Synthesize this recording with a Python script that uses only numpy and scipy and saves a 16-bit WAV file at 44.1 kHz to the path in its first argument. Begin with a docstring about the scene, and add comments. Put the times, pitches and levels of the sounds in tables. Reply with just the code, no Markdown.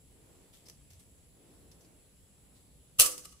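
"""Outdoors among plants, a chalk line is lifted and snapped once against a palm log, near the microphone.
A quiet rumble and two-banded hiss run throughout, shaped from noise; sleeve rustle, gritty scuffs and a soft
low bump come first, as swelling noise and grains. The string slips from the fingers with a squeak and slaps the
bark in dense rushes of tiny contacts; decaying sines make its hum, its ringing and the low push on the log.
It bounces back a few times, ever duller, while noise tails scatter the sound as foliage does."""
import sys
import numpy as np
from scipy import signal
from scipy.fft import rfft, irfft
from scipy.io import wavfile
from scipy.ndimage import uniform_filter1d

SR = 44100
rng = np.random.default_rng(int(sys.argv[2]) if len(sys.argv) > 2 else 0)


def pcm_store(signal):
    """Save signal as 16-bit PCM."""
    levels = np.round(np.clip(np.atleast_2d(signal), -1, 1) * 32767)
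    wavfile.write(sys.argv[1], SR, levels.astype(np.int16).T)


N = 149940  # samples, 3.4 s


def amp(db):
    """Decibels to gain."""
    return 10 ** (np.asarray(db) / 20)


def unit(x):
    """Scales to rms 1."""
    return x / np.sqrt(np.mean(x ** 2) + 1e-20)


def read(points, hz):
    """Reads a table on a log-frequency axis."""
    f, value = np.transpose(points)
    return np.interp(np.log(hz + 1), np.log(f + 1), value)


def bins():
    """Frequencies of the full-length spectrum, in Hz."""
    return np.fft.rfftfreq(N, 1 / SR)


def since(start):
    """Seconds since start, zero before it."""
    return np.maximum(np.arange(N) / SR - start, 0)


def burst(start, rise, decay):
    """Linear rise, then exponential decay."""
    t = since(start)
    return np.minimum(t / rise, 1) * np.exp(-np.maximum(t - rise, 0) / decay)


def hill(hz, octaves):
    """A bell curve over log frequency."""
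    return np.exp(-.5 * (np.log2((bins() + 1) / hz) / octaves) ** 2)


def colour(x, db):
    """Causal filter of unit power; the dB per bin set only its shape."""
    # Folding the cepstrum forward in time gives minimum phase
    cepstrum = irfft(np.log(unit(amp(db)) + 1e-6), N)
    cepstrum[1:N // 2] *= 2
    cepstrum[N // 2 + 1:] = 0
    return irfft(rfft(x) * np.exp(rfft(cepstrum)), N)


def pair(x, likeness):
    """Blends two unrelated channels to a given likeness per frequency."""
    angle = np.arcsin(np.clip(read(likeness, bins()), -1, 1)) / 2
    z = rfft(x)
    return irfft(np.cos(angle) * z + np.sin(angle) * z[::-1], N)


def grains(per_s, spread_db):
    """Dense tiny contacts, uneven when spread_db is above 0, in two channels of rms 1."""
    size = amp(spread_db * np.minimum(rng.exponential(1, (2, N)), 3))
    sign = rng.choice([-1, 1], (2, N))
    present = rng.random((2, N)) < per_s / SR
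    return unit(size * sign * present)


def waver(rate_hz):
    """A slow random wobble of rms 1."""
    spectrum = rfft(rng.standard_normal(N)) * np.exp(-(bins() / rate_hz) ** 2)
    return unit(irfft(spectrum, N))


# Colour of the outdoor air: (frequency [Hz], relative level [dB per Hz])
AIR_COLOUR = [(12, -39), (20, -15.5), (59, -2.5), (97, -7.5), (175, -8.5), (237, -16.5), (280, -13),
              (322, -21), (425, -17.5), (627, -21.5), (681, -25.5), (1400, -33), (2970, -29.5), (6290, -34),
              (7850, -20.5), (8780, -35.5), (10700, -20), (12300, -39), (15300, -34.5)]
# How alike left and right are in the air and the cloth: (frequency [Hz], likeness [0-1])
AIR_LIKENESS = [(30, 0.27), (90, 0.76), (250, 0.85), (700, 0.35), (2000, 0.1), (10000, 0.051)]
AIR_DB, AIR_PATCHY_DB = -61, 1.27  # overall level, rms unevenness


def air():
    """Low outdoor rumble and a thin hiss with two high bands, gently patchy in time and frequency."""
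    noise = pair(rng.standard_normal((2, N)), AIR_LIKENESS)
    z = signal.stft(noise, nperseg=1024)[2]
    patches = uniform_filter1d(rng.standard_normal(z.shape[1:]), size=14, axis=0)
    patches = unit(uniform_filter1d(patches, size=8, axis=1))
    patchy = signal.istft(z * amp(AIR_PATCHY_DB * patches), nperseg=1024)[1][:, :N]
    return amp(AIR_DB) * unit(colour(patchy, read(AIR_COLOUR, bins())))


# Sleeve and arm moving: (middle [s], half length to 1/e [s], level [dB])
SLEEVE_SWISHES = [(0.326, 0.23, -64), (.68, 0.042, -67), (1.522, .17, -64.5), (1.848, 0.2, -66),
                  (2.513, 0.18, -72.5)]
# Colour of the cloth: (frequency [Hz], relative level [dB])
CLOTH_COLOUR = [(60, -31), (180, -3.5), (300, 5.5), (600, -4.5), (1100, -12.5), (2500, -20), (12000, -24)]


def movement():
    """Cloth swishes as the arm reaches out: coloured noise in bell-shaped swells."""
    t = since(0)
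    noise = pair(rng.standard_normal((2, N)), AIR_LIKENESS)
    speed = sum(amp(db) * np.exp(-((t - s) / half) ** 2) for s, half, db in SLEEVE_SWISHES)
    return speed * colour(noise, read(CLOTH_COLOUR, bins()))


# Fingers and line scuffing the bark:
# (start [s], level [dB], rise [s], decay [s], brightest frequency [Hz], its lift [dB])
BARK_SCUFFS = [(0.526, -58.5, 0.013, 0.05, 3280, 4), (.652, -55.5, 0.015, 0.011, 5170, 14),
               (0.683, -54, .003, 0.011, 5400, 6), (0.6971, -45.5, 0.00073, 0.0034, 5570, 9.5),
               (0.9, -57, 0.008, 0.018, 5830, 3), (.931, -64.5, .003, 0.018, 6000, 5),
               (.99, -58.5, .007, 0.026, 9400, 8), (1.714, -55.5, 0.0022, .008, 5340, 11),
               (1.805, -63.5, .005, 0.021, 6000, 9), (1.846, -65, 0.0036, 0.0099, 4600, 15),
               (2.54, -68, 0.02, 0.065, 4080, 7)]
# Shared colour of the scuffs: (frequency [Hz], relative level [dB])
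SCUFF_TINT = [(100, -1), (600, -1), (1400, -7), (3000, 1), (11000, 0.5), (15000, -6)]
# How alike left and right are for sounds near the microphone: (frequency [Hz], likeness [0-1])
NEAR_LIKENESS = [(100, 0.6), (1200, 0.33), (2600, 0), (8000, 0.24)]
SCUFF_GRAINS_PER_S, SCUFF_SPREAD_DB, SCUFF_OCTAVES = 3000, 3.5, 0.19


def scuffs():
    """Small gritty rubs of fingers and line: grains with a bright band of their own for each rub."""
    grit = pair(grains(SCUFF_GRAINS_PER_S, SCUFF_SPREAD_DB), NEAR_LIKENESS)
    out = np.zeros((2, N))
    for s, db, rise, decay, hz, lift_db in BARK_SCUFFS:
        rub = grit * amp(db) * burst(s, rise, decay)
        out += colour(rub, read(SCUFF_TINT, bins()) + lift_db * hill(hz, SCUFF_OCTAVES))
    return out


# Early scatter, how fast each band dies: (frequency [Hz], t60 [s])
EARLY_DECAY = [(300, 0.47), (1200, 0.4), (3000, .23), (5000, 0.26), (9000, .27), (15000, 0.23)]
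EARLY_DB = -6.5
# Late scatter, how fast each band dies: (frequency [Hz], t60 [s])
LATE_DECAY = [(300, .9), (4000, 0.94), (15000, 0.65)]
# Late scatter, gain of each band: (frequency [Hz], gain [dB])
LATE_TINT = [(300, -25), (1500, -20), (3000, -29.5), (5500, -18.5), (14000, -30)]


def scatter(t60, tint=None, onset_s=0.0093):
    """A diffuse one-second tail, each band dying at its own speed; unit energy before any tint."""
    hz, t, z = signal.stft(rng.standard_normal((2, SR)), SR, nperseg=256)
    fading = z * amp(-60 * t / read(t60, hz)[:, None])
    tail = signal.istft(fading, SR, nperseg=256)[1][:, :SR]
    tail = tail * np.minimum(np.arange(SR) / SR / onset_s, 1)
    tail = unit(tail) / np.sqrt(SR)
    if tint is None:
        return tail
    gain = amp(read(tint, np.fft.rfftfreq(SR, 1 / SR)))
    return irfft(rfft(tail) * gain, SR)


def grove(x):
    """Undergrowth scatters the sound; farther trees add a faint longer tail."""
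    response = amp(EARLY_DB) * scatter(EARLY_DECAY) + scatter(LATE_DECAY, LATE_TINT)
    return signal.fftconvolve(x, response, axes=1)[:, :N]


BUMP_START_S, BUMP_LENGTH_S = .895, .1
BUMP_DB, BUMP_HZ, BUMP_OCTAVES = -55, 83, 0.36


def bump():
    """One soft swell of low narrow noise, perhaps a shift of weight on the ground."""
    low = unit(irfft(rfft(rng.standard_normal(N)) * hill(BUMP_HZ, BUMP_OCTAVES), N))
    progress = np.minimum(since(BUMP_START_S) / BUMP_LENGTH_S, 1)
    swell = np.sqrt(abs(np.sin(np.pi * progress)))
    return amp(BUMP_DB) * swell * low


# String meeting the bark: (start [s], level [dB], rise [s], decay [s])
BARK_SLAPS = [(2.9848, -31.5, 0.0039, 0.0053), (2.9941, -13.5, 0.00018, 0.0014),
              (2.9956, -8, 0.0028, 0.0034), (3.0042, -13, 0.0012, 0.0046), (3.0075, -13, 0.00042, 0.0093),
              (3.0163, -17.5, 0.0014, 0.0084)]
# Colour of the crack: (frequency [Hz], relative level [dB])
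CRACK_COLOUR = [(60, -20.5), (300, -25), (550, -11.5), (850, -22), (1170, -17), (1700, -16.5),
                (2300, -13.5), (2870, -5), (3800, -10.5), (4500, -6), (7000, -3), (9000, 0.5), (12000, -5),
                (15300, -8)]
CONTACTS_PER_S, CONTACT_SPREAD_DB = 20000, 0


def crack():
    """The string lands on the rough bark in a few quick rushes of contacts, their powers added."""
    power = sum((amp(db) * burst(s, rise, decay)) ** 2 for s, db, rise, decay in BARK_SLAPS)
    contacts = pair(grains(CONTACTS_PER_S, CONTACT_SPREAD_DB), NEAR_LIKENESS)
    return colour(np.sqrt(power) * contacts, read(CRACK_COLOUR, bins()))


ZIP_S, ZIP_DB, ZIP_RISE_S, ZIP_DECAY_S, ZIP_HZ, ZIP_OCTAVES = 2.987, -26.5, .012, .004, 2880, 0.13


def slip():
    """A brief narrow squeak of the cord over the skin as it slips from the fingertips."""
    contacts = pair(grains(CONTACTS_PER_S, CONTACT_SPREAD_DB), NEAR_LIKENESS)
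    narrow_db = 20 * np.log10(hill(ZIP_HZ, ZIP_OCTAVES) + 0.0093)  # a faint floor outside the band
    rub = colour(contacts, narrow_db)
    return amp(ZIP_DB) * burst(ZIP_S, ZIP_RISE_S, ZIP_DECAY_S) * rub


# Close reflections from the log and the ground: (delay [s], left gain [ratio], right gain [ratio])
NEAR_REFLECTIONS = [(.0023, 0.16, -0.23), (.0051, -0.23, 0.3), (.0098, .3, .2)]


def reflections(x):
    """The log and the ground return a few close copies."""
    out = np.zeros((2, N))
    for delay, left, right in NEAR_REFLECTIONS:
        out += np.array([[left], [right]]) * np.roll(x, round(delay * SR), axis=1)
    return out


# Partials of the taut string: (frequency [Hz], level above HUM_DB [dB], t60 before slackening [s])
STRING_PARTIALS = [(301, -7, 1), (378, -10, 1), (402, -11, 1), (499.6, -3, 1), (604, -2.5, 0.37),
                   (700, -11, .3)]
# Ringing of the line and its anchor: (frequency [Hz], level [dB] before each blow's own, t60 [s])
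ANCHOR_MODES = [(1144, -42, .17), (1179, -40, .12), (1272, -38, .13), (2040, -50.5, 0.15), (2929, -42, .11)]
# Each swing sets the line ringing again: (start [s], level added to the modes [dB], rise [s])
SWING_BLOWS = [(2.989, 2, 0.0038), (3.024, 8.5, 0.018), (3.058, -0.5, 0.014), (3.126, -9, .015),
               (3.176, -21, .01), (3.247, -15, 0.011), (3.32, -20, 0.015)]
RELEASE_S, HUM_RISE_S, HUM_DB = 2.989, 0.0075, -43.5
WAVER_SHARE, WAVER_HZ = .006, 22  # rms share of pitch, speed of the wobble
SLACK_AFTER_S, SLACK_FADE_S = .17, 0.093  # counted from release, then 1/e fade


def ring(start, rise, hz, db, t60, clock):
    """One dying mode, with its own phase on each side; the clock carries its wavering."""
    first = round(start * SR)
    t = np.arange(N - first) / SR
    phase = rng.random() + rng.random((2, 1)) / 2
    level = np.minimum(t / rise, 1) * amp(db - 60 * t / t60)
    tone = level * np.sin(2 * np.pi * (hz * clock[first:] + phase))
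    return np.pad(tone, ((0, 0), (first, 0)))


def string():
    """The taut line hums, its tension wavering, until the hand slackens it; every swing rings it anew."""
    clock = np.cumsum(1 + WAVER_SHARE * waver(WAVER_HZ)) / SR
    taut = np.exp(-since(RELEASE_S + SLACK_AFTER_S) / SLACK_FADE_S)
    hum = sum(ring(RELEASE_S, HUM_RISE_S, hz, HUM_DB + db, t60, clock) for hz, db, t60 in STRING_PARTIALS)
    rings = np.zeros((2, N))
    for s, blow_db, rise in SWING_BLOWS:
        for hz, db, t60 in ANCHOR_MODES:
            rings += ring(s, rise, hz, blow_db + db, t60, clock)
    return taut * hum + rings


# Low push of the blow on the log: (start [s], frequency [Hz], level [dB], decay [s])
LOG_THUMPS = [(2.99, 111, -37, 0.0095), (3.001, 31.1, -42.5, 0.036)]


def log_thump():
    """The heavy log gives only a short low push, as quickly dying sines alike on both sides."""
    out = np.zeros(N)
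    for s, hz, db, decay in LOG_THUMPS:
        t = since(s)
        out += amp(db) * np.exp(-t / decay) * np.sin(2 * np.pi * hz * t)
    return out


# The slackening line bounces on the bark: (peak [s], brush level [dB], swell [s], decay [s],
# tick level [dB], left over right [dB], treble edge [Hz])
LINE_BOUNCES = [(3.063, -27.5, 0.017, 0.017, -24, -4.5, 14000), (3.118, -42, 0.0066, 0.021, -52, 0, 10000),
                (3.180, -44.5, .001, 0.019, -39.5, -2, 8000), (3.2558, -46, 0.0089, .007, -44, -0.5, 6000),
                (3.293, -61.5, 0.0059, 0.01, -60, -6, 5000), (3.327, -55.5, 0.01, 0.0067, -79, 1, 3530)]
TICK_S, BOUNCE_BODY_DB, BOUNCE_BODY_HZ = 0.0013, -3, 2920


def bounces():
    """Each return of the line brushes the bark and ticks, thinner than the crack and duller as it slackens."""
    t, out = since(0), np.zeros((2, N))
    contacts = pair(grains(CONTACTS_PER_S, CONTACT_SPREAD_DB), NEAR_LIKENESS)
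    tone = read(CRACK_COLOUR, bins()) + BOUNCE_BODY_DB * hill(BOUNCE_BODY_HZ, octaves=0.33)
    for s, db, swell, decay, tick_db, pan_db, edge_hz in LINE_BOUNCES:
        brush = amp(db) * np.exp(-abs(t - s) / np.where(t < s, swell, decay))
        tick = amp(tick_db) * np.exp(-((t - s) / TICK_S) ** 2)
        dull = 10 * np.log10(1 + (bins() / edge_hz) ** 2)  # treble loss in dB
        sides = amp(np.array([[pan_db], [-pan_db]]) / 2)
        out += sides * colour(np.hypot(brush, tick) * contacts, tone - dull)
    return out


# Share of the small sounds that reaches the undergrowth
SCUFF_WET_DB, BOUNCE_WET_DB = -2, -3


def scene():
    """All near sounds, their scatter and the background."""
    rubs = scuffs()
    snap = crack() + slip()
    returns = bounces()
    tail = grove(snap + amp(BOUNCE_WET_DB) * returns + amp(SCUFF_WET_DB) * rubs)
    near = rubs + snap + reflections(snap) + returns
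    return air() + movement() + bump() + near + tail + string() + log_thump()


def record(dry):
    """The recorder's band limit: a steep low-pass at 15600 Hz."""
    low_pass = signal.firwin(301, 15600, window=("kaiser", 8), fs=SR)
    return signal.oaconvolve(dry, low_pass[None], "same")


dry = scene()
out = record(dry)
pcm_store(out)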